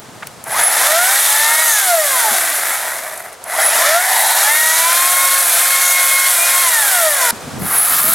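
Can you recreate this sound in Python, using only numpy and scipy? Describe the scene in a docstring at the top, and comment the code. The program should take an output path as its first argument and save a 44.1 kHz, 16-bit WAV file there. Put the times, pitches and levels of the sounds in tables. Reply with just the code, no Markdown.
"""A battery chainsaw cuts a felled spruce on a lawn: it spins up, bites, coasts down, then cuts again.
Chain links rattle and hiss (clicks and noise), the sprocket whines and the motor hums (tones that
follow the speed), and the drive whistles at each start. Noise bursts make squeals and knocks.
Faint echoes, a garden hush and wind surround it. Later we jump to a spot farther off, where wind
tugs at the microphone and the saw starts once more. A gain control evens the level."""
import sys
import numpy as np
from scipy import signal
from scipy.fft import rfft, irfft
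from scipy.io import wavfile
from scipy.ndimage import uniform_filter1d, map_coordinates

SR = 44100
rng = np.random.default_rng(int(sys.argv[2]) if len(sys.argv) > 2 else 0)


def generate_wav(sig):
    """Save sig (samples, or channels by samples) to the path in sys.argv[1] as 16-bit PCM at SR."""
    pcm = np.round(np.clip(np.atleast_2d(sig).T, -1, 1) * 32767).astype(np.int16)
    wavfile.write(sys.argv[1], SR, pcm)


N = 358974
TIME = np.arange(N) / SR   # s
FREQS = np.maximum(np.arange(N // 2 + 1) * SR / N, 1)   # Hz
JUMP_S = 7.309   # from here on we listen from farther off
FAR_OFF = TIME >= JUMP_S

# Motor. When the trigger is held: (pressed [s], released [s])
PULLS = [(0.442, 1.672), (3.442, 6.618), (7.578, 8.2)]
SPIN_UP_TURNS_PER_S2 = 224   # soft start of the drive
FRICTION_TURNS_PER_S2, DRAG_PER_S = 37, 0.935   # what slows the coasting chain
FULL_SPEED = 190   # turns per s
# Top shaft speed that the load allows during each pull: (time [s], speed [turns per s])
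FIRST_CUT = [(0.89, 99), (0.994, 117), (1.102, 129), (1.202, 138.8), (1.238, 137.9), (1.62, 159),
             (1.68, 156)]
SECOND_CUT = [(3.92, 106.8), (3.99, 119.4), (4.05, 125.6), (4.18, 128.1), (4.36, 122.0), (4.51, 149.4),
              (4.57, 155.2), (4.77, 161.9), (4.99, 175.6), (5.08, 179.2), (5.41, 180.9), (5.51, 167.5),
              (5.64, 178.5), (5.7, 180.1), (6.32, 179.7), (6.39, 170.2), (6.49, 177.6), (6.62, 180.2)]
THIRD_CUT = [(8.02, 98.7), (8.14, 116.5)]
# When the cutters bite into wood: (start [s], end [s], depth [0-1])
BITES = [(1.19, 1.31, 0.8), (4.08, 4.42, 0.64), (5.43, 5.59, 1.0), (6.32, 6.48, 0.76)]
BITE_EDGE_S = 0.07   # time to sink in or come out

TEETH, LINKS = 6, 52   # teeth on the sprocket, links in the chain
# Chain noise, one row each for housing boom, rattle, rasp and hiss: (top level [dB],
# slope [dB per doubling of speed], speed where it levels off [turns per s],
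# change while speeding up [dB], change in a bite [dB], change at the far spot [dB])
CHAIN_NOISE = [(-25.7, 3.4, 48, 7.0, 0.8, -9), (-17.2, 4.4, 95, 4.6, -2.5, -5),
               (-13.9, 7.5, 118, 4.0, -0.5, -5.3), (-5.0, 6.5, 185, 1.5, 0.6, 1.8)]
# Frequencies that divide boom, rattle, rasp and hiss: (frequency [Hz])
BAND_EDGES = [1000, 2500, 7000]
SLACK_FLUTTER_DB, SLACK_SPEED = 1.2, 40   # a slow chain hangs loose and flaps more (dB, turns per s)
# Tone colour of the saw from each spot: (frequency [Hz], relative level [dB])
NEAR_COLOUR = [(230, -23), (330, -13), (450, -13), (660, 11), (870, 4.5), (1120, 7), (1400, 11.5),
               (2000, 12.5), (2650, 3.5), (3000, 3), (3550, 7.5), (4800, 3.5), (7500, 8.5), (10900, 13.5),
               (13000, 8.5), (15700, -2)]
FAR_COLOUR = [(300, -20), (560, 1), (720, 13), (900, 2), (1250, 6.5), (2100, 0.5), (2700, -3.5),
              (3700, -0.5), (6000, -3), (8500, 8.5), (11300, 16.5), (13000, 14), (15700, 6)]

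# The whine and its overtones: (multiple of the tooth rate, relative level [dB])
WHINE_TONES = [(1, -1.5), (2, -1), (3, -3.5), (4, -6)]
# The chain seats on the sprocket above WHINE_SETS_IN (turns per s)
WHINE_DB, WHINE_SETS_IN, WHINE_DB_PER_DOUBLING = 0.5, 74, 1.5
WHINE_BITE_DB, WHINE_FAR_DB = -14, -17   # wood damps the whine; distance weakens it
# Moments when the whine's level changes smoothly:
# (middle [s], length [s], change at the tooth rate [dB], change at its double [dB])
WHINE_SWELLS = [(1.04, .35, 0, 6), (1.97, .25, 4.5, -4), (2.27, .25, 0, 14), (3.99, .26, 4.5, 0),
                (4.6, .35, -2, 4), (5.15, 1.0, 5.5, -3), (6.07, .6, 2.5, 3.5), (6.9, .8, -4.5, 1),
                (7.28, .16, 0, 7)]
# Housing resonances that the whine glides through: (frequency [Hz], gain [dB])
HOUSING = [(300, -33), (420, -35), (520, -32), (600, -15.5), (672, -7.5), (740, -15.5), (800, -23),
           (890, -16), (950, -22.5), (1005, -14.5), (1090, -20.5), (1210, -19.5), (1420, -14),
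           (1520, -19.5), (1650, -16), (1880, -11.5), (2010, -23), (2160, -17.5), (2400, -31), (3300, -24),
           (4300, -22)]
# Weaker tones of the turning shaft: (multiple of the shaft rate, relative level [dB])
SHAFT_TONES = [(2, -11), (3, -9), (4, -11.5), (7, -19.5), (8, -13), (9, -14.5), (13, -16)]

HUM_DB, HUM_EFFORT_DB = -30.5, 9.5   # magnetic hum running free, and its rise under full effort
HUM_DB_PER_DOUBLING, HUM_FAR_DB = 4.0, -12
FULL_EFFORT = 0.25   # share of the soft start's acceleration
DRIVE_HZ, DRIVE_ORDER = 10000, 14   # switching tone; steps per shaft turn

# The chain chirps on the bar, and the bar rings as it bites:
# (middle [s], length [s], frequency [Hz], width [Hz], level [dB])
SQUEALS = [(1.3, 0.9, 3650, 600, -23.5), (1.728, 0.32, 6500, 830, -15), (2.685, 0.1, 12700, 400, -28),
           (4.05, 0.9, 1880, 338, -14), (4.2, 0.75, 830, 280, -15), (4.3, .7, 4050, 700, -21.5),
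           (4.572, 0.12, 12100, 300, -18), (4.721, 0.37, 6530, 1100, -18), (5.875, 0.21, 6680, 900, -14),
           (5.94, .09, 12100, 350, -14), (7.75, .2, 1400, 900, -24), (8.01, .14, 1140, 260, -21)]
# Handling clicks, twigs and thuds:
# (time [s], level [dB], frequency [Hz], width [octaves], decay [s])
KNOCKS = [(0.223, -19.5, 1200, 1.2, 0.0049), (0.2292, -19, 1370, 1.3, 0.0048),
          (0.2707, -18.5, 6940, 7.4, .003), (2.31, -28, 201, 0.44, 0.015), (2.537, -17, 8000, 1.99, .002),
          (2.868, -24, 1400, 2.14, 0.0078), (3.176, -21, 9030, 0.74, 0.0037),
          (3.328, -28, 9000, 0.61, 0.0043), (7.325, -12, 178, 0.65, 0.0063),
          (7.464, -18.5, 160, 1.5, 0.016)]
# A click and a snatch of the chain at each start heard close by:
# (time after the trigger [s], level [dB], frequency [Hz], width [octaves], decay [s])
START_KNOCKS = [(-0.002, -18, 9600, 0.55, 0.0022), (0.024, -22, 785, 0.78, 0.008)]

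# Tone colours of the garden hush and of the wind: (frequency [Hz], relative level [dB])
HUSH_COLOUR = [(60, -9.5), (250, -9), (450, 0.5), (720, 1.5), (1300, -1.5), (2600, -9.5), (5000, -11),
               (9000, -12), (15500, -25)]
WIND_COLOUR = [(20, -17), (50, -18), (90, -0.5), (150, 2), (280, -1.5), (500, -12), (1500, -57)]
HUSH_NEAR_DB, HUSH_FAR_DB = -38, -31
WIND_NEAR_DB, WIND_FAR_DB = -60.5, -40.5   # steady wind, before the gusts
# Gusts on the microphone: (middle [s], length [s], level [dB])
GUSTS = [(0.3, 1.6, -46), (7.61, .24, -27.5), (8.118, 0.32, -32)]

CEILING_DB, SQUEEZE = -12.5, 0.89   # gain control: threshold, share of the excess taken away
RECOVERY_DB_PER_S, GAIN_ATTACK_S = 24.5, 0.011
CUTOFF_HZ = 16000


def motor():
    """Shaft speed and power on/off: pulls ramp up to the load's limit; friction and drag stop the chain."""
    speed, powered = np.zeros(N), np.zeros(N)
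    offset = FRICTION_TURNS_PER_S2 / DRAG_PER_S
    for (on, off), load in zip(PULLS, (FIRST_CUT, SECOND_CUT, THIRD_CUT)):
        limit = np.interp(TIME, *np.transpose(load))
        driven = np.minimum(SPIN_UP_TURNS_PER_S2 * (TIME - on), limit)
        release_speed = np.interp(off, TIME, driven)
        coasting = (release_speed + offset) * np.exp(-DRAG_PER_S * (TIME - off)) - offset
        same_spot = FAR_OFF == (on > JUMP_S)
        speed = np.maximum(speed, np.where(TIME < off, driven, coasting) * same_spot)
        powered += (TIME > on) & (TIME < off)
    return speed, uniform_filter1d(powered, size=1500)


def speeding_up(speed):
    """Acceleration as a share of the soft start's, 0-1."""
    share = np.gradient(speed) * SR / SPIN_UP_TURNS_PER_S2
    return uniform_filter1d(np.clip(share, 0, 1), size=2000)


def biting():
    """How deep the cutters are in the wood, 0-1."""
    depth_now = np.zeros(N)
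    for start, end, depth in BITES:
        inside_s = np.minimum(TIME - start, end - TIME)
        depth_now += depth * np.clip(inside_s / BITE_EDGE_S + 0.5, 0, 1)
    return depth_now


def chain_levels(speed, surge, bite):
    """Boom, rattle, rasp and hiss in dB: they grow with speed and change in a snatch or a bite."""
    moving_db = 20 * np.log10(np.clip(speed / 1.5, 0.01, 1))   # hushed when almost still
    snatch = surge * (1 - np.exp(-2 * speed / SLACK_SPEED))   # the slack is taken up first
    levels = []
    for top_db, slope, levels_off, surge_db, bite_db, far_db in CHAIN_NOISE:
        level_db = top_db + moving_db + by_speed(speed, slope, levels_off)
        levels.append(level_db + surge_db * snatch + bite_db * bite + far_db * FAR_OFF)
    return levels


def link_clicks(speed, scatter, count=5):
    """Links click at places round the bar, each with its own play, so the pattern returns once a lap."""
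    travel = np.cumsum(TEETH * speed) / SR   # in links
    out = np.zeros(N)
    for _ in range(count):
        place = rng.random()
        play, chance = rng.standard_normal(LINKS), rng.standard_normal(8000)
        link = (travel + place).astype(int)
        at = np.flatnonzero(np.diff(link))   # a new link arrives
        out[at] += play[link[at] % LINKS] + scatter * chance[link[at] % len(chance)]
    return rms_one(out / np.sqrt(speed + 10))


def chain(speed, levels, colour, scatter, scrape, gate, flutter_db, flicker_db):
    """Link clicks shake the housing; steel sliding in the bar adds hiss that pulses with the teeth."""
    clicks = link_clicks(speed, scatter)
    teeth = np.cos(2 * np.pi * TEETH * np.cumsum(speed) / SR)
    sliding = rng.standard_normal(N) * (1 + gate * teeth)
    struck = rfft(clicks + scrape * sliding)
    rubbed = rfft(0.33 * clicks + sliding)
    # the slack chain flaps against the bar
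    slap_db = flutter_db * drift(120) + 0.58 * drift(4.7)
    slap_db = slap_db + SLACK_FLUTTER_DB * np.exp(-speed / SLACK_SPEED) * drift(35)
    # what lies below each edge; neighbours subtracted give the four bands
    below = [0] + [1 / (1 + (FREQS / hz) ** 16) for hz in BAND_EDGES] + [1]
    shape = gain_at(colour, FREQS)
    out = np.zeros(N)
    for k, (level_db, drive) in enumerate(zip(levels, (struck, struck, rubbed, rubbed))):
        band = rms_one(irfft(drive * shape * (below[k + 1] - below[k]), N))
        out += band * from_db(level_db + slap_db + flicker_db * drift(16.7))
    return out


def whine(speed, bite, rattle_db, waver_db, wobble, shaft_db, shaft_waver_db, slow_db):
    """Sprocket teeth mesh with the chain and excite housing resonances; weaker shaft tones join in."""
    angle = 2 * np.pi * np.cumsum(speed) / SR + wobble * drift(24)
    seated = 1 / np.sqrt(1 + (WHINE_SETS_IN / (speed + 1)) ** 10)
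    mesh_db = WHINE_DB + by_speed(speed, WHINE_DB_PER_DOUBLING, FULL_SPEED)
    mesh_db = mesh_db + WHINE_BITE_DB * bite + WHINE_FAR_DB * FAR_OFF
    swells_db = np.zeros((len(WHINE_TONES), N))
    for s, length, first_db, second_db in WHINE_SWELLS:
        swells_db[0] += first_db * swell(s, length)
        swells_db[1] += second_db * swell(s, length)
    out = np.zeros(N)
    for k, ((_, db), swell_db) in enumerate(zip(WHINE_TONES, swells_db), 1):
        level = from_db(mesh_db + db + swell_db + waver_db * drift(12.6))
        level = level * seated ** k * gain_at(HOUSING, k * TEETH * speed)   # overtones set in last
        out += level * np.sin(k * TEETH * angle)
    unbalance_db = rattle_db + shaft_db - slow_db * (1 - speed / FULL_SPEED)   # grows with speed
    for order, db in SHAFT_TONES:
        tone = np.sin(order * angle + rng.uniform(0, 2 * np.pi))
        level = from_db(unbalance_db + db + shaft_waver_db * drift(14.3))
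        out += tone * level * gain_at(NEAR_COLOUR, order * speed) * ~FAR_OFF
    return np.sqrt(2) * out


def motor_hum(speed, effort, waver_db, cogging_db, top_hz):
    """Magnets pull once per pole and cog three times as fast; the housing passes little above top_hz."""
    angle = 2 * np.pi * np.cumsum(speed) / SR + 0.0088 * drift(25)
    out = np.zeros(N)
    for order, db in ((DRIVE_ORDER, 0), (3 * DRIVE_ORDER, cogging_db)):
        hz = order * speed
        passed = np.minimum(hz / 800, 1) ** 4 / (1 + (hz / top_hz) ** 20)
        out += passed * from_db(db + waver_db * drift(9.5)) * np.sin(order * angle)
    level_db = HUM_DB + HUM_EFFORT_DB * effort + HUM_FAR_DB * FAR_OFF
    level_db = level_db + by_speed(speed, HUM_DB_PER_DOUBLING, FULL_SPEED)
    return np.sqrt(2) * from_db(level_db) * out


def drive_whistle(speed, level_db, ring_hz, width_hz, far_db):
    """A sideband of the drive's switching tone climbs through a motor resonance as the saw speeds up."""
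    hz = DRIVE_HZ + DRIVE_ORDER * speed
    rising = uniform_filter1d(1.0 * (np.gradient(speed) * SR > 60), size=900)
    resonance = 1 / np.sqrt(1 + (2 * (hz - ring_hz) / width_hz) ** 2)
    duty = np.clip((speed + 1.5) / 115, 0, 1)
    ripple = 4 * duty * (1 - duty)   # dies out as the drive opens fully
    level = ripple * from_db(level_db + far_db * (TIME > JUMP_S) + 2.8 * drift(46))
    tone = np.sin(2 * np.pi * np.cumsum(hz) / SR + 0.25 * drift(150))
    return level * rising * resonance * tone


def squeals():
    """Steel rings on steel: narrow bands of noise that swell and fade."""
    out = np.zeros(N)
    for s, length, hz, width, db in SQUEALS:
        size, at = int(length * SR), int((s - length / 2) * SR)
        ring = band_noise(hz - width / 2, hz + width / 2, size)
        out[at:at + size] += from_db(db) * np.hanning(size) * ring
    return out


def knocks(size=6000):
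    """Clicks and thuds: short bursts of noise that die away fast."""
    out, age = np.zeros(N), np.arange(size) / SR
    near_pulls = [on for on, _ in PULLS if on < JUMP_S]
    starts = [(on + delay, *sound) for on in near_pulls for delay, *sound in START_KNOCKS]
    for s, db, hz, octaves, decay in KNOCKS + starts:
        fade = np.exp(-age / decay) * (1 - np.exp(-age * hz))
        half_width = 2 ** (octaves / 2)
        at = int(s * SR)
        out[at:at + size] += from_db(db) * fade * band_noise(hz / half_width, hz * half_width, size)
    return out


def ground_echo(x, lag_s, sway, strength):
    """Log and ground return a copy; its delay sways with the saw, so ripples wander in the spectrum."""
    lag = lag_s * (1 + sway * drift(0.514))
    echo = map_coordinates(x, [(TIME - lag) * SR], order=3)
    return (x + strength * echo) / np.sqrt(1 + strength ** 2)


def garden(x, level_db, decay_s, dull_hz, size=9000):
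    """Trunks and ground scatter the sound: faint, dull, fading echoes, different for each ear."""
    age = np.arange(size) / SR
    echoes = rng.standard_normal((2, size)) * np.exp(-age / decay_s) * (age > 0.003)
    echoes = echoes / np.sqrt(np.sum(echoes ** 2) / 2)
    dull = signal.butter(1, min(dull_hz, SR / 3), fs=SR, output="sos")
    echoes = signal.sosfilt(dull, echoes)
    return x + from_db(level_db) * signal.fftconvolve(x[None], echoes, axes=1)[:, :N]


def air(hush_side, wind_side, lumps_db):
    """Garden hush and lumpy, gusting wind: coloured noise, partly different left and right."""
    hush = from_db(np.where(FAR_OFF, HUSH_FAR_DB, HUSH_NEAR_DB))
    wind = from_db(np.where(FAR_OFF, WIND_FAR_DB, WIND_NEAR_DB))
    for s, length, db in GUSTS:
        wind = wind + from_db(db) * swell(s, length)
    out = np.zeros((2, N))
    for level, colour, side, rough_db in ((hush, HUSH_COLOUR, hush_side, 0.7),
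                                          (wind, WIND_COLOUR, wind_side, lumps_db)):
        mid = coloured(rng.standard_normal(N), colour)
        across = coloured(rng.standard_normal(N), colour)
        sides = mid + side * across * [[1], [-1]]
        out += level * from_db(rough_db * drift(29)) * sides
    return out


def from_db(db):
    """Decibels to gain."""
    return 10 ** (np.asarray(db) / 20)


def rms_one(x):
    """Scale to an average strength (rms) of 1."""
    return x / np.sqrt(np.mean(x ** 2) + 1e-20)


def swell(s, length):
    """A smooth rise and fall around a moment; top 1."""
    return np.cos(np.pi * np.clip((TIME - s) / length, -0.5, 0.5)) ** 2


def by_speed(speed, db_per_doubling, levels_off):
    """Level in dB that grows with speed and then levels off."""
    return -db_per_doubling / 2 * np.log2(1 + (levels_off / (speed + 0.5)) ** 2)


def gain_at(colour, hz):
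    """Gain of a tone colour, falling away steeply below its first point."""
    at, db = np.transpose(colour)
    gain = from_db(np.interp(np.log(hz + 1), np.log(at), db))
    return gain * np.minimum(hz / at[0], 1) ** 2


def coloured(x, colour):
    """Give a signal a tone colour; rms 1."""
    return rms_one(irfft(rfft(x) * gain_at(colour, FREQS), N))


def drift(rate):
    """A smooth random curve that wanders faster at a higher rate [Hz]; spread 1."""
    r = np.exp(-40 * np.pi * rate / SR)   # made at a twentieth of the sample rate
    noise = rng.standard_normal(N // 20 + 2002)
    slow = signal.lfilter([1], [1, -2 * r, r * r], noise)[2000:]   # skip the filter's start
    return np.interp(np.arange(N) / 20, np.arange(len(slow)), rms_one(slow))


def band_noise(low_hz, high_hz, size):
    """A stretch of noise between two frequencies; rms 1."""
    sos = signal.butter(2, [low_hz, min(high_hz, SR / 2 - 1000)], "band", fs=SR, output="sos")
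    return rms_one(signal.sosfilt(sos, rng.standard_normal(size + 4000))[4000:])


def gain_control(x):
    """Turns loud sound down quickly and recovers slowly."""
    power = uniform_filter1d(np.mean(x ** 2, axis=0), size=1000)
    level_db = 10 * np.log10(power + 1e-12)
    cut_db = SQUEEZE * np.maximum(level_db - CEILING_DB, 0)
    recovery_db = RECOVERY_DB_PER_S * TIME
    held_db = np.maximum.accumulate(cut_db + recovery_db) - recovery_db
    keep = np.exp(-1 / (GAIN_ATTACK_S * SR))
    return x * from_db(-signal.lfilter([1 - keep], [1, -keep], held_db))


def scene():
    """The saw close by, then from farther off, in the open air."""
    speed, powered = motor()
    bite, surge = biting(), speeding_up(speed)
    levels = chain_levels(speed, surge, bite)
    near = chain(speed, levels, NEAR_COLOUR, scatter=0.5, scrape=0.95, gate=0.28,
                 flutter_db=0.69, flicker_db=0.73) * ~FAR_OFF
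    far = chain(speed, levels, FAR_COLOUR, scatter=0.73, scrape=0.76, gate=0.27,
                flutter_db=1.1, flicker_db=0.6) * FAR_OFF
    rattle = ground_echo(near + far, lag_s=0.0022, sway=0.123, strength=0.25)
    tones = whine(speed, bite, levels[1], waver_db=2.5, wobble=0.019,
                  shaft_db=-7.5, shaft_waver_db=3.5, slow_db=3.5)
    effort = np.minimum(surge / FULL_EFFORT, 1)
    hum = powered * motor_hum(speed, effort, waver_db=4.0, cogging_db=2.5, top_hz=2720)
    whistle = drive_whistle(speed, level_db=-7.0, ring_hz=10724, width_hz=170, far_db=1.0)
    saw = rattle + tones + hum + whistle + squeals() + knocks()
    outdoors = garden(saw, level_db=-18, decay_s=0.027, dull_hz=8000)
    return outdoors + air(hush_side=0.33, wind_side=0.55, lumps_db=2.0)


def record(dry):
    """Gain control evens the level, tall peaks are rounded off at full scale and the top is cut."""
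    even = gain_control(dry)
    rounded = even / (1 + even ** 16) ** (1 / 16)
    return irfft(rfft(rounded) / (1 + (FREQS / CUTOFF_HZ) ** 400), N)


dry = scene()
out = record(dry)
generate_wav(out)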